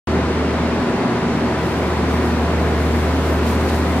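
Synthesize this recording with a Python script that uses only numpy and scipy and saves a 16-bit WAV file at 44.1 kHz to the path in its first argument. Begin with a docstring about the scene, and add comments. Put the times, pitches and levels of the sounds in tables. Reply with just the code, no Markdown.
"""A broad rush of ventilation cuts in just after the start, heard on a stereo pair in an indoor sheep pen.
In it are the hum of the fan's blades, the mains buzz of its motor and a wavering drone from the duct.
A few metres off, a little to the left, a sheep moves through the straw bedding: dry stalks snap in soft
rustles that grow as it comes round, with a duller crunch where a hoof presses down."""
import sys
import numpy as np
from scipy import signal
from scipy.fft import rfft, irfft, next_fast_len
from scipy.io import wavfile
from scipy.ndimage import uniform_filter1d, map_coordinates

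SR = 44100
rng = np.random.default_rng(int(sys.argv[2]) if len(sys.argv) > 2 else 0)


def wrap_up_sound(samples):
    """Save the sound to the file named by the first command line argument, as 16-bit audio."""
    columns = np.atleast_2d(samples).T
    # keep every value between -1 and 1, then stretch to whole-number steps
    tamed = np.clip(columns, -1, 1)
    steps = np.round(tamed * 32767).astype(np.int16)
    wavfile.write(sys.argv[1], SR, steps)


N = 176400
T = np.arange(N) / SR


def amp(db):
    """Decibels to gain."""
    return 10 ** (np.asarray(db) / 20)


def unit(x):
    """Scaled to rms 1."""
    return x / np.sqrt(np.mean(x ** 2) + 1e-20)


def along(points, hz):
    """(Hz, value) points joined on a log axis, read at hz."""
    freqs, values = np.transpose(points)
    return np.interp(np.log(hz + 1), np.log(freqs + 1), values)


def curve(rows):
    """(s, value) points joined, one value per sample."""
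    return np.interp(T, *np.transpose(rows))


def wobble(rate):
    """A smooth random curve, rate knots a second."""
    return map_coordinates(rng.standard_normal(256), [T * rate], mode="wrap")


def filtered(x, response):
    """x times a complex response of frequency."""
    size = next_fast_len(N + SR // 2)
    return irfft(rfft(x, size) * response(np.fft.rfftfreq(size, 1 / SR)), size)[..., :N]


def pan(x, db):
    """Left raised and right lowered by db."""
    return x * amp([[db], [-db]])


# The rush that fills the pen. Each row: frequency in Hz, relative level in dB.
AIR_SPECTRUM = [(20, -27), (45, -16.5), (70, -9), (100, -8), (132, -9.5), (160, -1.5), (280, -1),
                (440, -3.5), (560, -7), (900, -9), (1400, -13.5), (2100, -17), (3000, -23.5), (4400, -27),
                (5400, -31), (9800, -42.5), (12500, -50.5), (15500, -59)]
# The air at the two microphones. Each row: frequency in Hz, left-right likeness from 0 to 1.
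AIR_LIKENESS = [(60, .999), (160, .994), (330, .982), (700, .92), (1400, .73), (2000, .57), (3500, .22),
                (5700, .38), (9000, .07), (15000, .1)]

def air(level_db, patchy_db):
    """A diffuse, slightly uneven rush: alike at both microphones in the bass, unrelated in the treble."""
    cells = signal.stft(rng.standard_normal((2, N)), nperseg=512)[2]
    patches = uniform_filter1d(rng.standard_normal(cells.shape[1:]), size=6, axis=0)
    patches = unit(uniform_filter1d(patches, size=12, axis=1))
    noise = signal.istft(cells * amp(patchy_db * patches), nperseg=512)[1][:, :N]

    def mid_and_side(hz):
        spread = np.arccos(along(AIR_LIKENESS, hz)) / 2
        return amp(along(AIR_SPECTRUM, hz)) * [np.cos(spread), np.sin(spread)]

    mid, side = filtered(noise, mid_and_side)
    return amp(level_db) * unit(np.array([mid + side, mid - side]))


# The blade hum as it reaches the pen. 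Each row: time in seconds, level in dB.
BLADE_LEVEL = [(.1, -24), (.65, -26), (1.02, -36.5), (1.4, -32.5), (1.85, -26), (2.3, -23), (2.8, -20.5),
               (3.95, -21)]
# Overtones of the blades and of the motor. Each row: multiple of the fundamental, level in dB.
BLADE_OVERTONES = [(2, -37.5), (3, -34), (4, -44.5)]
MOTOR_OVERTONES = [(2, -33), (6, -35.5)]

def fan(blade_hz, mains_hz, speed_drift):
    """Blade tone with unsteady overtones, and the motor's buzz locked to the mains."""
    def tone(cycles, db, waver_db):
        peak = np.sqrt(2) * amp(db + waver_db * wobble(5.07))
        return peak * np.sin(2 * np.pi * (cycles + rng.random()))

    passes = np.cumsum(blade_hz * (1 + speed_drift * wobble(3))) / SR
    hum = tone(passes, curve(BLADE_LEVEL), waver_db=-.67)
    overtones = sum(tone(k * passes, db, waver_db=3.5) for k, db in BLADE_OVERTONES)
    buzz = sum(tone(k * mains_hz * T, db, waver_db=1) for k, db in MOTOR_OVERTONES)
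    return hum + overtones + buzz


def ring(modes):
    """Turbulence keeps narrow resonances sounding."""
    def band(hz, width):
        return unit(filtered(rng.standard_normal(N), lambda f: 1 / (1 + ((f - hz) / width) ** 2)))

    return sum(amp(db) * band(hz, width) for hz, width, db in modes)


# Resonances of duct and room. Each row: frequency in Hz, half-width in Hz, level in dB.
DUCT_MODES = [(178.7, 6.2, -33), (383.6, 11.3, -35), (658, 33, -39), (997, 22, -39), (1250, 25, -47.5)]
# The drone in the duct. Each row: frequency in Hz, half-width in Hz, relative level in dB.
DRONE_RESONANCES = [(237.5, 6.8, 1), (265.4, 10.7, -3)]
# The drone as it reaches the pen. Each row: time in seconds, level in dB.
DRONE_LEVEL = [(.1, -26.5), (.7, -27), (1.17, -23.5), (1.38, -32), (1.82, -43), (2.0, -28), (2.35, -24.5),
               (2.55, -39), (2.8, -39), (3.0, -25.5), (3.95, -27.5)]

def duct():
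    """The air excites steady resonances, and a throbbing drone that comes and goes."""
    drone = ring(DRONE_RESONANCES)
    slow_rms = np.sqrt(np.abs(uniform_filter1d(drone ** 2, size=SR // 5)) + 1e-12)
    return ring(DUCT_MODES) + amp(curve(DRONE_LEVEL)) * drone / slow_rms


def stalks(spectrum, blur_db, snaps_per_s=3000, scatter_db=3):
    """Countless tiny snaps of dry stalks, partly blurred by the room."""
    snaps = (rng.random((2, N)) < snaps_per_s / SR) * rng.standard_normal((2, N))
    snaps *= amp(scatter_db * rng.standard_normal(N))
    blur = amp(blur_db) * rng.standard_normal((2, N))
    return unit(filtered(unit(snaps) + blur, lambda hz: amp(along(spectrum, hz))))


# Bedding stirred a few metres off. Each row: time in seconds, level in dB.
STIR_LEVEL = [(0, -76), (1.25, -70), (1.65, -51), (2.5, -50.5), (2.9, -46), (3.4, -47), (4, -44.5)]
# Its colour. Each row: frequency in Hz, relative level in dB.
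STIR_SPECTRUM = [(1000, -14), (3000, -3), (7000, 0.5), (10000, -2), (13500, -5), (15700, -10)]

def stirring():
    """The straw shifts constantly under the sheep, louder as it comes round."""
    return amp(curve(STIR_LEVEL)) * stalks(STIR_SPECTRUM, blur_db=3)


def swells(rows, skew=.2):
    """Gain of strokes that rise faster and die slower by the share skew; lengths are at half power."""
    power = 0
    for peak_s, length, db in rows:
        half_length = length / 2 * (1 + skew * np.sign(T - peak_s))
        power += amp(db) ** 2 * .5 ** (((T - peak_s) / half_length) ** 2)
    return np.sqrt(power)


# Pushes through the straw. Each row: peak time in seconds, length in seconds, level in dB.
PUSHES = [(1.39, .08, -59), (1.68, .12, -51), (1.86, .13, -55), (2.135, .07, -49), (2.26, .09, -48),
          (2.42, .05, -54), (2.62, .1, -55), (2.83, .08, -50), (2.98, .12, -48), (3.17, .04, -53),
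          (3.29, .11, -46), (3.495, .07, -41), (3.66, .08, -48), (3.755, .07, -45), (3.9, .04, -46),
          (3.97, .06, -50)]
# Their colour. Each row: frequency in Hz, relative level in dB.
RUSTLE_SPECTRUM = [(1000, -20), (3000, -10), (7000, 0), (10000, 2), (13500, 1), (15700, -7)]

def rustles():
    """Each push of the sheep snaps stalks in a short, bright swell."""
    return swells(PUSHES) * stalks(RUSTLE_SPECTRUM, blur_db=2)


# Steps on the pen floor. Each row: peak time in seconds, length in seconds, level in dB.
STEPS = [(1.588, .02, -47), (2.11, .04, -44), (3.27, .06, -43), (3.49, 0.065, -38.5), (3.61, .03, -39.5),
         (3.692, 0.022, -35.5), (3.74, .08, -41.5)]
# Their colour. Each row: frequency in Hz, relative level in dB.
CRUNCH_SPECTRUM = [(800, -20), (2500, -5), (4200, 3), (6500, -6), (10000, -10), (15000, -23)]

def hooves():
    """Hooves press the bedding down with a duller crunch."""
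    return swells(STEPS) * stalks(CRUNCH_SPECTRUM, blur_db=-3)


# The ventilation at the pair. Each row: frequency in Hz, the left microphone's lead in radians.
LEFT_LEAD = [(20, 0), (500, -0.21), (1100, 0.47), (2000, .5), (3500, 1.55), (5600, 3), (8400, 4),
             (15000, 3.8)]

def scene():
    """Ventilation all around the microphones, the sheep a little to the left."""
    vent = air(level_db=-20.5, patchy_db=.5) + duct() + fan(blade_hz=77.3, mains_hz=60, speed_drift=.002)
    vent = filtered(vent, lambda hz: np.exp(.5j * along(LEFT_LEAD, hz) * np.array([[1], [-1]])))
    sheep = stirring() + rustles() + hooves()
    return pan(vent, db=.17) + pan(sheep, db=1.6)


START_S, TOP_HZ = .072, 15720

def record(dry):
    """The microphones are switched on abruptly; nothing passes above the band limit."""
    return filtered(dry * (T > START_S), lambda hz: hz < TOP_HZ)


dry = scene()
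out = record(dry)
wrap_up_sound(out)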